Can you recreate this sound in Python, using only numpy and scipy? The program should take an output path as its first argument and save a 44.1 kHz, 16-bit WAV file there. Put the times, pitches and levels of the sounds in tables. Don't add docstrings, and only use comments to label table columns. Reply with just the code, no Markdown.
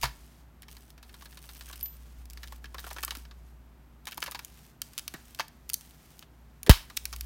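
import sys
import numpy as np
from scipy import signal
from scipy.fft import rfft, irfft
from scipy.io import wavfile

SR = 44100
rng = np.random.default_rng(int(sys.argv[2]) if len(sys.argv) > 2 else 0)


def generate_wav(sig):
    pcm = np.round(np.clip(np.atleast_2d(sig).T, -1, 1) * 32767).astype(np.int16)
    wavfile.write(sys.argv[1], SR, pcm)


N = 319725

# frequency_hz, gain_db
AIR_EQ = [(300, -12), (520, 0), (680, 3), (1100, 0), (1700, -4), (2600, -9), (4000, -14), (6500, -18),
          (10000, -20), (14000, -19)]
# frequency_hz, gain_db
RUMBLE_EQ = [(25, -25), (45, -4), (65, 0), (90, -12), (160, -8), (230, -13), (400, -17), (520, -31),
             (900, -50)]
# time_s, gain_db
HUM_FADER = [(0, -52), (.4, -57), (1.2, -55), (1.7, -50), (2.5, -46), (3.1, -47), (3.6, -50), (4.2, -58),
             (5.5, -60), (6.1, -61), (6.6, -54), (6.95, -55), (7.1, -46), (7.25, -38)]
# pitch_hz, rms_db
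FAINT_TONES = [(113, -71), (146, -69), (240, -71)]
# start_s, end_s, start_db, end_db
HISS_SWELLS = [(0, .41, -59, -66), (1.85, 2.22, -62, -65), (2.31, 2.56, -67, -59), (2.62, 2.75, -70, -66),
               (2.79, 3.2, -53, -55.5), (3.27, 3.51, -72, -70), (4.08, 4.69, -61, -59.5),
               (4.84, 5.44, -62, -61), (5.52, 5.72, -71, -71), (5.8, 6.22, -61, -62.5),
               (6.31, 6.66, -76, -76), (6.8, 7.25, -63.5, -56)]
# start_s, end_s, start_db, end_db
SCRAPE_STROKES = [(.7, .9, -60, -66), (1.05, 1.82, -64.5, -53.5)]
# frequency_hz, gain_db
HISS_EQ = [(400, -22), (700, -6), (1100, -2), (1800, 0), (3000, 0), (6500, -1), (10000, -4), (14000, -3),
           (16000, -8)]
# frequency_hz, gain_db
CATCH_EQ = [(500, -25), (1200, -8), (2200, -5), (3000, 2), (3800, -4), (6300, 0), (7200, -6), (8100, 3),
            (8800, -2), (9600, 3), (11000, -5), (12800, -2), (14200, 4), (16000, -7)]
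# pitch_hz, width_hz, gain_db
SHELL_MODES = [(700, 150, -12), (940, 140, -9), (1140, 80, -7), (1700, 160, -6), (2290, 140, -6),
               (2640, 120, -5), (3100, 200, -4), (3750, 220, -7), (4480, 200, -8), (5200, 400, -13),
               (6600, 500, -15), (9900, 900, -9), (13500, 2000, -8)]
# start_s, mid_db, treble_db, bounce_count
EDGE_CLICKS = [(.0143, -49, 3, 1), (.6213, -57, 5, 0), (.9035, -59, 2, 0), (1.81, -52, 5, 0),
               (1.8583, -50, -2, 0), (2.2554, -63, 6, 0), (2.2999, -56, 5, 1), (2.3331, -58, 7, 0),
               (2.4741, -53, -2, 1), (2.9309, -58, 12, 0), (3.0487, -45, 13, 0), (3.1704, -56, 9, 0),
               (4.0547, -55, 4, 0), (4.1113, -54, 3, 0), (4.1445, -60, 8, 0), (4.204, -61, 14, 0),
               (4.3116, -53, 11, 0), (4.4476, -53, 11, 0), (4.8176, -38, 4, 0), (4.9338, -61, 5, 0),
               (4.9789, -38, 2, 2), (5.0788, -39, 2, 0), (5.3476, -51, 2, 0), (5.4817, -58, 4, 0),
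               (5.8095, -58, 6, 0), (6.1924, -56, 6, 0), (6.6311, -51, 11, 0), (7.0539, -38, 4, 0),
               (7.1619, -50, 6, 0), (7.209, -43, 5, 0)]
# snap_s, touch_lead_s, mid_db, bass_db, treble_db
CATCH_SNAPS = [(.0321, .005, -30.5, 2, -7), (3.0333, .0045, -36.5, -1, -1), (4.1775, .0037, -46, 5, 4),
               (4.2261, .0059, -33.5, -2, -9), (5.3961, .0071, -34, 2.5, -11),
               (5.699, .0063, -40.5, -11, 4), (5.7416, .0078, -34, -18, 7), (6.9722, .0037, -32, -12, 1)]
# start_s, mid_db, bass_db, treble_db, t60_s, pitch_hz
BODY_SHUDDERS = [(.038, -36, 0, -6.5, .18, 1700), (5.145, -54, 4, -8, .2, 1500),
                 (5.397, -43, 1, -11, .085, 1650), (6.697, -23, -6, -4.5, .24, 3000)]
# start_s, mid_db, bass_db, treble_db, pitch_hz, bounce_count
HOLLOW_KNOCKS = [(.039, -32, 0, -5, 1220, 0), (.0539, -37, -2, -8, 4270, 0), (.6301, -55, -3, -6, 1880, 0),
                 (.6826, -53, -4, -9, 2560, 0), (.7675, -54, -5, -4, 4470, 0),
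                 (1.2215, -55, 3, -3, 1030, 0), (1.6986, -56, 7, 0, 1070, 0),
                 (2.3734, -50, -5, -8, 4150, 0), (2.4317, -46, -4, -7, 1700, 1),
                 (2.5227, -52, 5, -1, 1090, 0), (2.6419, -50, 3, -7, 1770, 0),
                 (2.656, -51, -6, -12, 2630, 0), (2.744, -49, 7, -2, 1150, 0),
                 (2.7824, -45, -1, -9, 3910, 1), (2.8415, -52, 8, -7, 1320, 0),
                 (2.8666, -51, 7, 0, 1040, 0), (2.9038, -50, -3, -6, 1740, 0), (2.911, -51, 8, -9, 900, 0),
                 (2.9631, -48, 6, -10, 1310, 0), (2.9837, -44, 2, -8, 1790, 0),
                 (3.0788, -44, 3, -6, 1340, 0), (3.1075, -35, -9, -8, 3030, 0),
                 (3.1185, -49, 1, -8, 980, 0), (3.151, -46, -2, -1, 1360, 0),
                 (3.2517, -56, -3, -12, 1320, 0), (3.3111, -54, -3, -22, 1150, 0),
                 (4.0702, -41.5, -2, -3, 990, 2), (4.1201, -45, -4, -6, 2700, 1),
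                 (4.2378, -46, 1, 6, 1280, 0), (4.2614, -42, -4, -7, 2660, 1),
                 (4.2776, -48, 8, -6, 1010, 0), (4.3187, -46, -2, 1, 1260, 0),
                 (4.3466, -41, -.5, -10, 900, 1), (4.3915, -43, -4, -5, 1350, 0),
                 (5.1389, -46, 3, -1, 1850, 0), (5.4045, -35.5, -2, -12, 1950, 0),
                 (6.2253, -52, -3, -10, 2590, 0), (6.6637, -42, 0, -3, 1770, 1),
                 (6.6944, -19.5, 0, -1, 710, 0), (6.711, -28, -3, -4, 1630, 0),
                 (6.8995, -50, 1, -6, 1210, 0), (7.1273, -43, -3, -2, 5450, 1)]
# start_s, peak_db, pitch_hz, t60_s
BODY_BOOMS = [(.030, -33, 54, .5), (.040, -31.5, 130, .17), (2.1825, -47, 66, .3), (3.172, -41, 280, .04),
              (5.142, -34, 320, .03), (5.145, -40, 160, .07), (6.672, -33, 480, .03),
              (6.682, -26, 400, .05), (6.6945, -11, 460, .028), (6.6945, -13, 590, .03),
              (6.736, -31, 41, .22)]
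# pitch_hz, peak_db, t60_s
SPRING_MODES = [(12060, -29, .23), (12135, -37, .14), (12650, -27.5, .045), (14900, -46, .15)]
# start_s, envelope_peak_db, swell_s, first_hz, last_hz, glide_s
PRESSURE_THUMP = (6.693, -1.2, .0108, 560, 46, .0039)
# frequency_hz, t60_s
ROOM_DECAY = [(100, .3), (1000, .33), (5000, .33), (16000, .27)]


def from_db(db):
    return 10 ** (np.asarray(db) / 20)


def unit_rms(x):
    return x / np.sqrt(np.mean(x ** 2) + 1e-20)


def at_hz(curve, hz):
    curve = np.array(curve)
    return np.interp(np.log(hz + 1), np.log(curve[:, 0]), curve[:, 1])


def colour(x, eq):
    return unit_rms(irfft(rfft(x) * from_db(at_hz(eq, np.fft.rfftfreq(N, 1 / SR))), N))


def drift(rate_hz):
    hz = np.fft.rfftfreq(N, 1 / SR)
    return unit_rms(irfft(rfft(rng.standard_normal(N)) / (1 + (hz / rate_hz) ** 2), N))


def add(track, start_s, sound):
    at = max(0, round(start_s * SR))
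    track[at:at + len(sound)] += sound[:N - at]


def decay(t, t60_s):
    return from_db(-60 * t / max(t60_s, .002))


def mode(hz, peak_db, t60_s):
    t = np.arange(SR // 2) / SR
    return from_db(peak_db) * np.sin(2 * np.pi * hz * t) * decay(t, t60_s)


def resonance(x, hz, width_hz):
    r = np.exp(-np.pi * width_hz / SR)
    feedback = [1, -2 * r * np.cos(2 * np.pi * hz / SR), r * r]
    return signal.lfilter(np.array([1, 0, -1]) * (1 - r * r) / 2, feedback, x + 1e-18)


def room_tone(hum_hz, whine_hz):
    t = np.arange(N) / SR
    air = from_db(-66.2) * colour(rng.standard_normal(N), AIR_EQ)
    rumble = from_db(-59.5) * colour(rng.standard_normal(N), RUMBLE_EQ)
    hum_db = np.interp(t, *np.transpose(HUM_FADER)) - .3
    hum = from_db(hum_db) * np.sin(2 * np.pi * hum_hz * t + .2 * drift(1.5))
    tones = sum(from_db(db) * np.sin(2 * np.pi * hz * t + .4 * drift(1)) for hz, db in FAINT_TONES)
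    whine = from_db(-82) * drift(110) * np.sin(2 * np.pi * whine_hz * t)
    return air + rumble + np.sqrt(2) * (hum + tones + whine)


def swell_envelope_db(swells, attack_s=.03, release_t60_s=.24, floor_db=-85):
    t, level = np.arange(N) / SR, from_db(floor_db)
    for start_s, end_s, start_db, end_db in swells:
        attack = np.clip(1 + (t - start_s) / attack_s, 0, 1)
        release = decay(np.clip(t - end_s, 0, 1), release_t60_s)
        ramp = from_db(np.interp(t, [start_s, end_s], [start_db, end_db]))
        level = np.maximum(level, attack * release * ramp)
    return 20 * np.log10(level)


def hiss_and_scratch(swells, grains_per_s, grain_db, hiss_db, crossover_db):
    level_db = swell_envelope_db(swells)
    catches = (rng.random(N) < grains_per_s / SR) * from_db(5 * np.minimum(rng.exponential(1, N), 2.5))
    grain_envelope = signal.lfilter([1], [1, -.955], catches + 1e-18)
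    scratch = grain_envelope * rng.standard_normal(N)
    grit = 1 / (1 + from_db(2 * (crossover_db - level_db)))
    grains = from_db(grain_db) * np.sqrt(grit) * colour(scratch, CATCH_EQ)
    hiss = from_db(hiss_db) * np.sqrt(1 - .85 * grit) * colour(rng.standard_normal(N), HISS_EQ)
    return from_db(level_db + 1.4 * drift(25)) * (grains + hiss)


def strikes(hits, split_hz, body_db, bass_ring, treble_ring, crack_db, crack_t60_s, rise_s, note_db, q):
    out = np.zeros(N)
    for start_s, mid_db, bass_db, treble_db, t60_s, hz in hits:
        noises = rng.standard_normal((4, SR // 4))[:, :int(2 * SR * max(t60_s, .01))]
        t = np.arange(noises.shape[1]) / SR
        attack = 1 - np.exp(-t / (rise_s * from_db(bass_db / 2)))
        note_gain = from_db(note_db + min(bass_db, 0))
        body_top_hz = np.clip(split_hz * from_db(-bass_db / 3), 500, 1500)
        bass_top_hz = np.clip(2000 * from_db(-(bass_db + 8.5) / 2.5), 2000, 3000)
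        bands = [((280, body_top_hz), body_db + 1.2 * bass_db, t60_s),
                 ((body_top_hz, bass_top_hz), bass_db, t60_s * bass_ring),
                 ((bass_top_hz, 6000), 0, t60_s),
                 ((6000, 17000), treble_db, t60_s * treble_ring)]
        crack = from_db(crack_db) * decay(t, crack_t60_s)
        for noise, (band_hz, band_db, band_t60_s) in zip(noises, bands):
            burst = noise * attack * (decay(t, band_t60_s) + crack) + 1e-18
            ring = burst + note_gain * resonance(burst, hz, hz / q)
            ring = signal.sosfilt(signal.butter(3, band_hz, "band", fs=SR, output="sos"), ring)
            level_over_10ms = np.sqrt(np.sum(ring ** 2) / (SR / 100))
            add(out, start_s, from_db(mid_db + band_db) * ring / level_over_10ms)
    return out


def shell(x):
    return from_db(-1) * x + sum(from_db(db) * resonance(x, hz, width) for hz, width, db in SHELL_MODES)


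def contact(start_s, mid_db, bass_db, treble_db, t60_s, bounces=0, hz=None):
    bounce_s, bounce_loss_db, bass_db_per_octave = .0073, 3.2, 5.5
    hz = hz or np.clip(1200 * 2 ** (-bass_db / bass_db_per_octave), 950, 6200)
    return [(start_s + k * bounce_s, mid_db - k * bounce_loss_db, bass_db, treble_db, t60_s, hz)
            for k in range(round(bounces) + 1)]


def ring_time(bass_db, whole_t60_s):
    return whole_t60_s * 2 ** (min(bass_db, 0) / 19)


def clicks(bass_db=-11.5, t60_s=.019):
    return [hit for start_s, mid_db, treble_db, bounces in EDGE_CLICKS
            for hit in contact(start_s, mid_db, bass_db, treble_db, t60_s, bounces)]


def catch_rubs():
    return [(snap_s - .012, snap_s - lead_s, db - 27, db - 24) for snap_s, lead_s, db, *_ in CATCH_SNAPS]


def snaps():
    hits = []
    for snap_s, lead_s, mid_db, bass_db, treble_db in CATCH_SNAPS:
        t60_s = ring_time(bass_db, whole_t60_s=.028)
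        hits += contact(snap_s - lead_s, mid_db - 10.5, bass_db - 5, treble_db + 5, t60_s)
        hits += contact(snap_s, mid_db, bass_db, treble_db, t60_s)
    return hits


def booms():
    out = np.zeros(N)
    for start_s, peak_db, hz, t60_s in BODY_BOOMS:
        add(out, start_s, mode(hz, peak_db, t60_s))
    return out


def shudders():
    return strikes(BODY_SHUDDERS, split_hz=740, body_db=-19, bass_ring=.95, treble_ring=1.05,
                   crack_db=-6, crack_t60_s=.04, rise_s=.002, note_db=-1, q=8)


def knocks():
    hits = []
    for start_s, mid_db, bass_db, treble_db, hz, bounces in HOLLOW_KNOCKS:
        t60_s = ring_time(bass_db, whole_t60_s=.046)
        hits += contact(start_s, mid_db, bass_db, treble_db, t60_s, bounces, hz)
    return hits


def ribs(count=7, first_s=1.028, gap_s=.1129, slowing_s=.00066, rise_db=1.15):
    hits = []
    for k in range(count):
        tick_s = first_s + k * gap_s + k * k * slowing_s
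        bump_s = tick_s - .049 * rng.uniform(.95, 1.05)
        hits += contact(bump_s, mid_db=-57.5, bass_db=-2.5, treble_db=-8, t60_s=.055)
        hits += contact(tick_s, mid_db=-54 + k * rise_db, bass_db=-3, treble_db=-4, t60_s=.055, hz=4000)
    return hits


def spring(start_s):
    out = np.zeros(N)
    add(out, start_s, sum(mode(*row) for row in SPRING_MODES))
    return out


def thump():
    start_s, peak_db, swell_s, first_hz, last_hz, glide_s = PRESSURE_THUMP
    t, out = np.arange(SR // 4) / SR, np.zeros(N)
    cycles = last_hz * t + (first_hz - last_hz) * glide_s * (1 - np.exp(-t / glide_s))
    envelope = from_db(peak_db) * (t / swell_s * np.exp(1 - t / swell_s)) ** 2
    add(out, start_s, -envelope * np.sin(2 * np.pi * cycles))
    return out


def reverb(x, wet_db, build_s):
    t, tail = np.arange(SR // 2) / SR, 0
    edges_hz = np.geomspace(130, 17000, 8)
    for low, high in zip(edges_hz, edges_hz[1:]):
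        octave = signal.butter(2, [low, high], "band", fs=SR, output="sos")
        noise = signal.sosfilt(octave, rng.standard_normal(len(t)))
        tail = tail + noise * decay(t, at_hz(ROOM_DECAY, np.sqrt(low * high)))
    tail = tail * (1 - np.exp(-t / build_s))
    return from_db(wet_db) * signal.fftconvolve(x, tail / np.sqrt(np.sum(tail ** 2)))[:N]


def scene():
    hits = clicks() + snaps() + knocks() + ribs()
    contacts = strikes(hits, split_hz=780, body_db=-11, bass_ring=1.15, treble_ring=.66,
                       crack_db=.3, crack_t60_s=.004, rise_s=.0003, note_db=6, q=5)
    plastic = from_db(-.3) * shell(contacts + shudders())
    swells = HISS_SWELLS + catch_rubs()
    hiss = hiss_and_scratch(swells, grains_per_s=190, grain_db=.5, hiss_db=-.4, crossover_db=-57.5)
    scrapes = hiss_and_scratch(SCRAPE_STROKES, grains_per_s=700, grain_db=1.8, hiss_db=-2,
                               crossover_db=-67)
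    bed = room_tone(hum_hz=59.2, whine_hz=11850)
    close = plastic + spring(start_s=1.8292)
    reflections = reverb(close, wet_db=-19, build_s=.004)
    return (close + reflections + booms() + thump() + hiss + scrapes + bed)[None]


def record(dry):
    ceiling, cutoff_hz = .92, 16100
    lowpass = signal.ellip(10, .2, 110, cutoff_hz, fs=SR, output="sos")
    return signal.sosfilt(lowpass, np.clip(dry, -ceiling, ceiling))


dry = scene()
out = record(dry)
generate_wav(out)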